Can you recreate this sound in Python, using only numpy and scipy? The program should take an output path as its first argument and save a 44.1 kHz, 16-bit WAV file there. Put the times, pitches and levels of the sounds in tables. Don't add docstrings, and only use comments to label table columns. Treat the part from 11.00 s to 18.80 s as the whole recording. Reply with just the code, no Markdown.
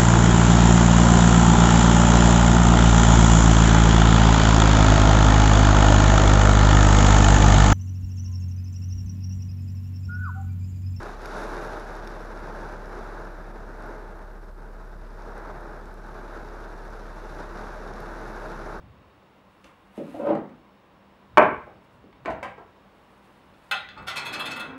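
import sys
import numpy as np
from scipy import signal
from scipy.fft import rfft, irfft, next_fast_len
from scipy.io import wavfile
from scipy.ndimage import uniform_filter1d

SR = 44100
rng = np.random.default_rng(int(sys.argv[2]) if len(sys.argv) > 2 else 0)


def gain_from_db(level_db):
    decades = np.asarray(level_db, float) / 20
    return 10 ** decades


def put_to_file(sound):
    columns = np.atleast_2d(sound).T
    safe = np.clip(columns, -1, 1)
    whole_steps = np.round(safe * 32767)
    wavfile.write(sys.argv[1], SR, whole_steps.astype(np.int16))


N = 343980


def unit_rms(x):
    return x / np.sqrt(np.mean(x ** 2) + 1e-20)


def curve(points):
    time_s, value = np.transpose(points)
    return np.interp(np.arange(N) / SR, time_s, value)


def bells(center_s, heights, half_s):
    t = np.arange(N)[:, None] / SR
    return np.exp(-((t - center_s) / half_s) ** 2) @ heights


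def at_hz(points, hz):
    table_hz, value = np.transpose(points)
    return np.interp(np.log(hz + 1), np.log(table_hz), value)


def coloured(spectrum, points):
    hz = np.arange(len(spectrum)) * SR / (2 * len(spectrum) - 2)
    return unit_rms(irfft(spectrum * gain_from_db(at_hz(points, hz)))[:N])


def drift(rate_hz):
    hop = 40
    r = np.exp(-2 * np.pi * rate_hz * hop / SR)
    noise = rng.standard_normal(N // hop + 2002)
    slow = signal.lfilter([1], [1, -2 * r, r * r], noise)[2000:]
    return np.interp(np.arange(N) / hop, np.arange(len(slow)), unit_rms(slow))


# freq_hz, density_db_per_hz
ROOF_COLOUR = [(53, -38), (90, -4.5), (150, 0), (270, -5), (420, -2), (700, -3.5), (1150, -8), (1600, -6.5),
               (1780, -11.5), (1950, -15.5), (2300, -21.5), (2800, -35.5), (3200, -44), (4200, -49.5)]
# freq_hz, density_db_per_hz
GLASS_COLOUR = [(1700, -13.5), (2600, -2.5), (3150, -8), (3700, 0), (4400, -4.5), (5700, -4.5), (7000, -12),
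                (8600, -21.5), (9700, -20), (10800, -14), (12000, -23), (14000, -37), (15600, -36)]
# center_hz, width_hz, boost_db
PANEL_MODES = [(218, 56, 5), (339.6, 56, 6), (422, 103, 6), (617.4, 57, 6), (880, 136, 4.5),
               (1302, 1080, 7.5)]


def rain():
    drops_per_s, size_spread_db = 2500.0, 1
    roof_db, glass_db, boom_db = storm()
    clumps_db = 0.5 * drift(21.0) + 0.46 * drift(44.0)

    gust = gain_from_db(roof_db - roof_db.mean()) ** 0.6
    landed = rng.random(N) < drops_per_s * gust / SR
    size_db = size_spread_db * np.minimum(rng.exponential(1, N), 6)
    drops = landed * gain_from_db(size_db) * rng.choice([-1, 1], N)
    local_power = uniform_filter1d(drops ** 2, size=SR // 10)
    drops = drops / np.sqrt(local_power + 1e-9) * gain_from_db(clumps_db)

    spots = spot_responses(count=8)
    fft_size = 2 * next_fast_len(N // 2 + SR // 4)
    spot_of = rng.integers(0, len(spots), N)
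    answers = rfft(spots, fft_size)
    answers = answers / np.sqrt(np.mean(abs(answers) ** 2, axis=0) + 1e-12)
    struck = sum(rfft(drops * (spot_of == k), fft_size) * h for k, h in enumerate(answers))

    hz = np.arange(len(struck)) * SR / fft_size
    boost_db = sum(db / (1 + ((hz - center_hz) / (width_hz / 2)) ** 2)
                   for center_hz, width_hz, db in PANEL_MODES)
    roof = gain_from_db(roof_db + 0.66) * coloured(struck * gain_from_db(boost_db), ROOF_COLOUR)
    boom = signal.sosfilt(signal.butter(1, 700.0, fs=SR, output="sos"), roof)
    roof = roof + (gain_from_db(boom_db) - 1) * boom

    glass = gain_from_db(glass_db + 0.54) * coloured(struck, GLASS_COLOUR)
    mist = signal.sosfilt(signal.butter(2, 6500.0, "high", fs=SR, output="sos"), glass)
    mist_db = 0.2 * (glass_db - glass_db.mean()) + 1.0 * drift(11.0)
    return roof + glass + (gain_from_db(mist_db) - 1) * mist


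# time_s, level_db
DOWNPOUR_LEVEL = [(0, -37), (.26, -38), (.38, -33.5), (.76, -36), (.84, -38.5), (1.3, -41), (1.5, -39),
                  (2.26, -40), (2.34, -44), (3.0, -44), (3.42, -49), (4.08, -49), (4.45, -40),
                  (4.98, -46.5), (5.16, -42.5), (6.2, -43), (7.3, -38), (7.8, -37.5)]
# center_s, change_db, half_s
SHEETS_AND_LULLS = [(0.174, -5, .05), (1.84, -2.5, .09), (2.89, 3.5, 0.088), (3.54, -5, 0.033),
                    (3.808, 3, 0.019), (3.99, -1.5, 0.018), (4.254, 2, .07), (5.351, 1.5, .05),
                    (6.406, 3, .05), (6.5, -0.5, 0.024), (6.603, 3, 0.093), (7.8, -4, .02)]
# time_s, level_db
WIND_SLANT = [(0, -19.5), (.27, -17.5), (.5, -19.5), (1.6, -21.5), (2.6, -23), (3.6, -24), (4.1, -20.5),
              (4.5, -25.5), (5.0, -21), (5.3, -22), (6.3, -19), (6.8, -21), (7.55, -21), (7.8, -22.5)]


def storm():
    roof_db = curve(DOWNPOUR_LEVEL) + bells(*np.transpose(SHEETS_AND_LULLS))
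    slant_db = curve(WIND_SLANT)
    boom_db = -0.07 - 0.1 * (roof_db - roof_db.mean()) - 0.23 * (slant_db - slant_db.mean())
    return roof_db, roof_db + slant_db, boom_db


# freq_hz, t60_s
BODY_DECAY = [(100, 0.19), (500, 0.085), (1500, 0.071), (4000, 0.015), (12000, 0.0052)]


def spot_responses(count):
    t = np.arange(SR // 4) / SR
    white = rng.standard_normal((2, count, len(t)))
    out = 0
    for k, low_hz in enumerate(40 * 2.0 ** np.arange(9)):
        t60_s = at_hz(BODY_DECAY, low_hz * np.sqrt(2))
        high_hz = min(2 * low_hz, 0.49 * SR)
        band = signal.butter(2, [low_hz, high_hz], "band", fs=SR, output="sos")
        decay = gain_from_db(-60 * t / t60_s) / np.sqrt(t60_s)
        out = out + signal.sosfilt(band, white[k % 2] * decay)
    return out


# start_s, thud_db, splash_db, splash_hz
BIG_DROPS = [(0.0298, -36, -53, 8500), (0.2164, -40, -69, 10800), (0.2568, -30, -51, 11000),
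             (0.5661, -36, -66, 8100), (0.6479, -35, -61, 10100), (0.7966, -37, -60, 10700),
             (0.8474, -49, -64.5, 10100), (0.9524, -41, -64, 7500), (0.9654, -44, -58, 10900),
             (1.0735, -31, -54, 10600), (1.1144, -46, -68, 10600), (1.3733, -43, -74, 9800),
             (1.8562, -44, -68, 10900), (2.8225, -47, -61, 9500), (2.8624, -57, -62, 12000),
             (3.2256, -50, -71, 10800), (3.4371, -51, -72, 8400), (3.7988, -51, -76, 7500),
             (4.2203, -42, -71, 10700), (4.3784, -50, -60, 10300), (4.6074, -50, -65, 10900),
             (4.8559, -45, -59, 8000), (4.9404, -52, -61, 11200), (5.0634, -48, -65, 11000),
             (5.4864, -44, -70, 7700), (6.8758, -42, -71, 11100), (6.9361, -40, -64, 10700),
             (7.0025, -42, -56, 11400), (7.1894, -50, -61, 10700), (7.2894, -53, -64, 10800)]
# freq_hz, level_db, t60_s
TICK_MODES = [(1470, 5, 0.017), (2300, 2, .012), (3710, -0.5, 0.018), (4660, -2, 0.012), (5420, 0.5, 0.017),
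              (6550, -3.5, 0.012)]


def ticks():
    splash_t60_s, delay_s = 0.015, 0.00053
    t = np.arange(1000) / SR
    out = np.zeros(N + len(t))
    for start_s, thud_db, splash_db, splash_hz in BIG_DROPS:
        thud = 0
        for k, (hz, db, t60_s) in enumerate(TICK_MODES):
            ring_db = db + rng.normal(0, 1.5) - 60 * t / t60_s
            thud = thud + (-1) ** k * gain_from_db(ring_db) * np.sin(2 * np.pi * hz * t)
        burst = rng.standard_normal(len(t)) * gain_from_db(-60 * t / splash_t60_s)
        band = signal.butter(2, [0.81 * splash_hz, 1.12 * splash_hz], "band", fs=SR, output="sos")
        splash = signal.sosfilt(band, burst)
        at = round((start_s + delay_s) * SR)
        out[at:at + len(t)] += gain_from_db(thud_db - 12) * thud + gain_from_db(splash_db + 10.5) * splash
    return out[:N]


# firing_rate_multiple, level_db
FIRING_ORDERS = [(1, -2.5), (2, -20.5), (3, -26.5), (4, -34.5), (5, -32.5)]
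# freq_hz, density_db_per_hz
FRAME_RUMBLE = [(12, -19), (25, 4), (45, 4), (60, 14.5), (110, 4), (200, 7.5), (400, -28.5)]
# center_s, sag_hz
IDLE_STUMBLES = [
    (.5, 0.81),
    (1.02, 0.24),
]


def engine():
    idle_hz, idle_db, rumble_db = 34.98, -37.5, -55
    stumble_half_s, shake_db_per_hz = 0.092, 4.0
    sag_hz = bells(*np.transpose(IDLE_STUMBLES), stumble_half_s)
    firing_hz = idle_hz - sag_hz + 0.091 * drift(2.6)
    level_db = idle_db + shake_db_per_hz * sag_hz + 0.5 * drift(0.5) + 0.27 * drift(7.6)
    phase = 2 * np.pi * np.cumsum(firing_hz) / SR
    starts = rng.uniform(0, 2 * np.pi, len(FIRING_ORDERS))
    tones = sum(gain_from_db(db) * np.sin(order * phase + start)
                for (order, db), start in zip(FIRING_ORDERS, starts))
    rumble = gain_from_db(rumble_db) * coloured(rfft(rng.standard_normal(N)), FRAME_RUMBLE)
    return np.sqrt(2) * gain_from_db(level_db) * tones + rumble


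def scene():
    return (rain() + ticks() + engine())[None, :]


# freq_hz, density_db_per_hz
MIC_HISS = [(1500, 15), (5000, 14), (9000, -21), (12000, -20), (14500, -6), (15300, -7), (15700, -16)]


def mic_hiss():
    return gain_from_db(-75) * coloured(rfft(rng.standard_normal(N)), [(300, -30)] + MIC_HISS)


# freq_hz, share_of_time
TREBLE_GAPS = [(7000, 0), (8000, .01), (11000, .05), (12200, .27), (14800, .25), (15600, .45)]


def treble_gaps(x):
    hz, s, cells = signal.stft(x, SR, nperseg=1024)
    chance = rng.random((len(hz) // 4 + 1, len(s) // 3 + 1))
    chance = chance.repeat(4, axis=0).repeat(3, axis=1)
    empty = chance[:len(hz), :len(s)] < at_hz(TREBLE_GAPS, hz)[:, None]
    return signal.istft(cells * ~empty, SR, nperseg=1024)[1][..., :N]


def low_pass(x):
    return signal.sosfilt(signal.butter(12, 15640, fs=SR, output="sos"), x)


def record(dry):
    roll_off = signal.butter(8, 15300.0, fs=SR, output="sos")
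    rolled = signal.sosfilt(roll_off, dry + mic_hiss())
    return low_pass(treble_gaps(rolled))


dry = scene()
out = record(dry)
put_to_file(out)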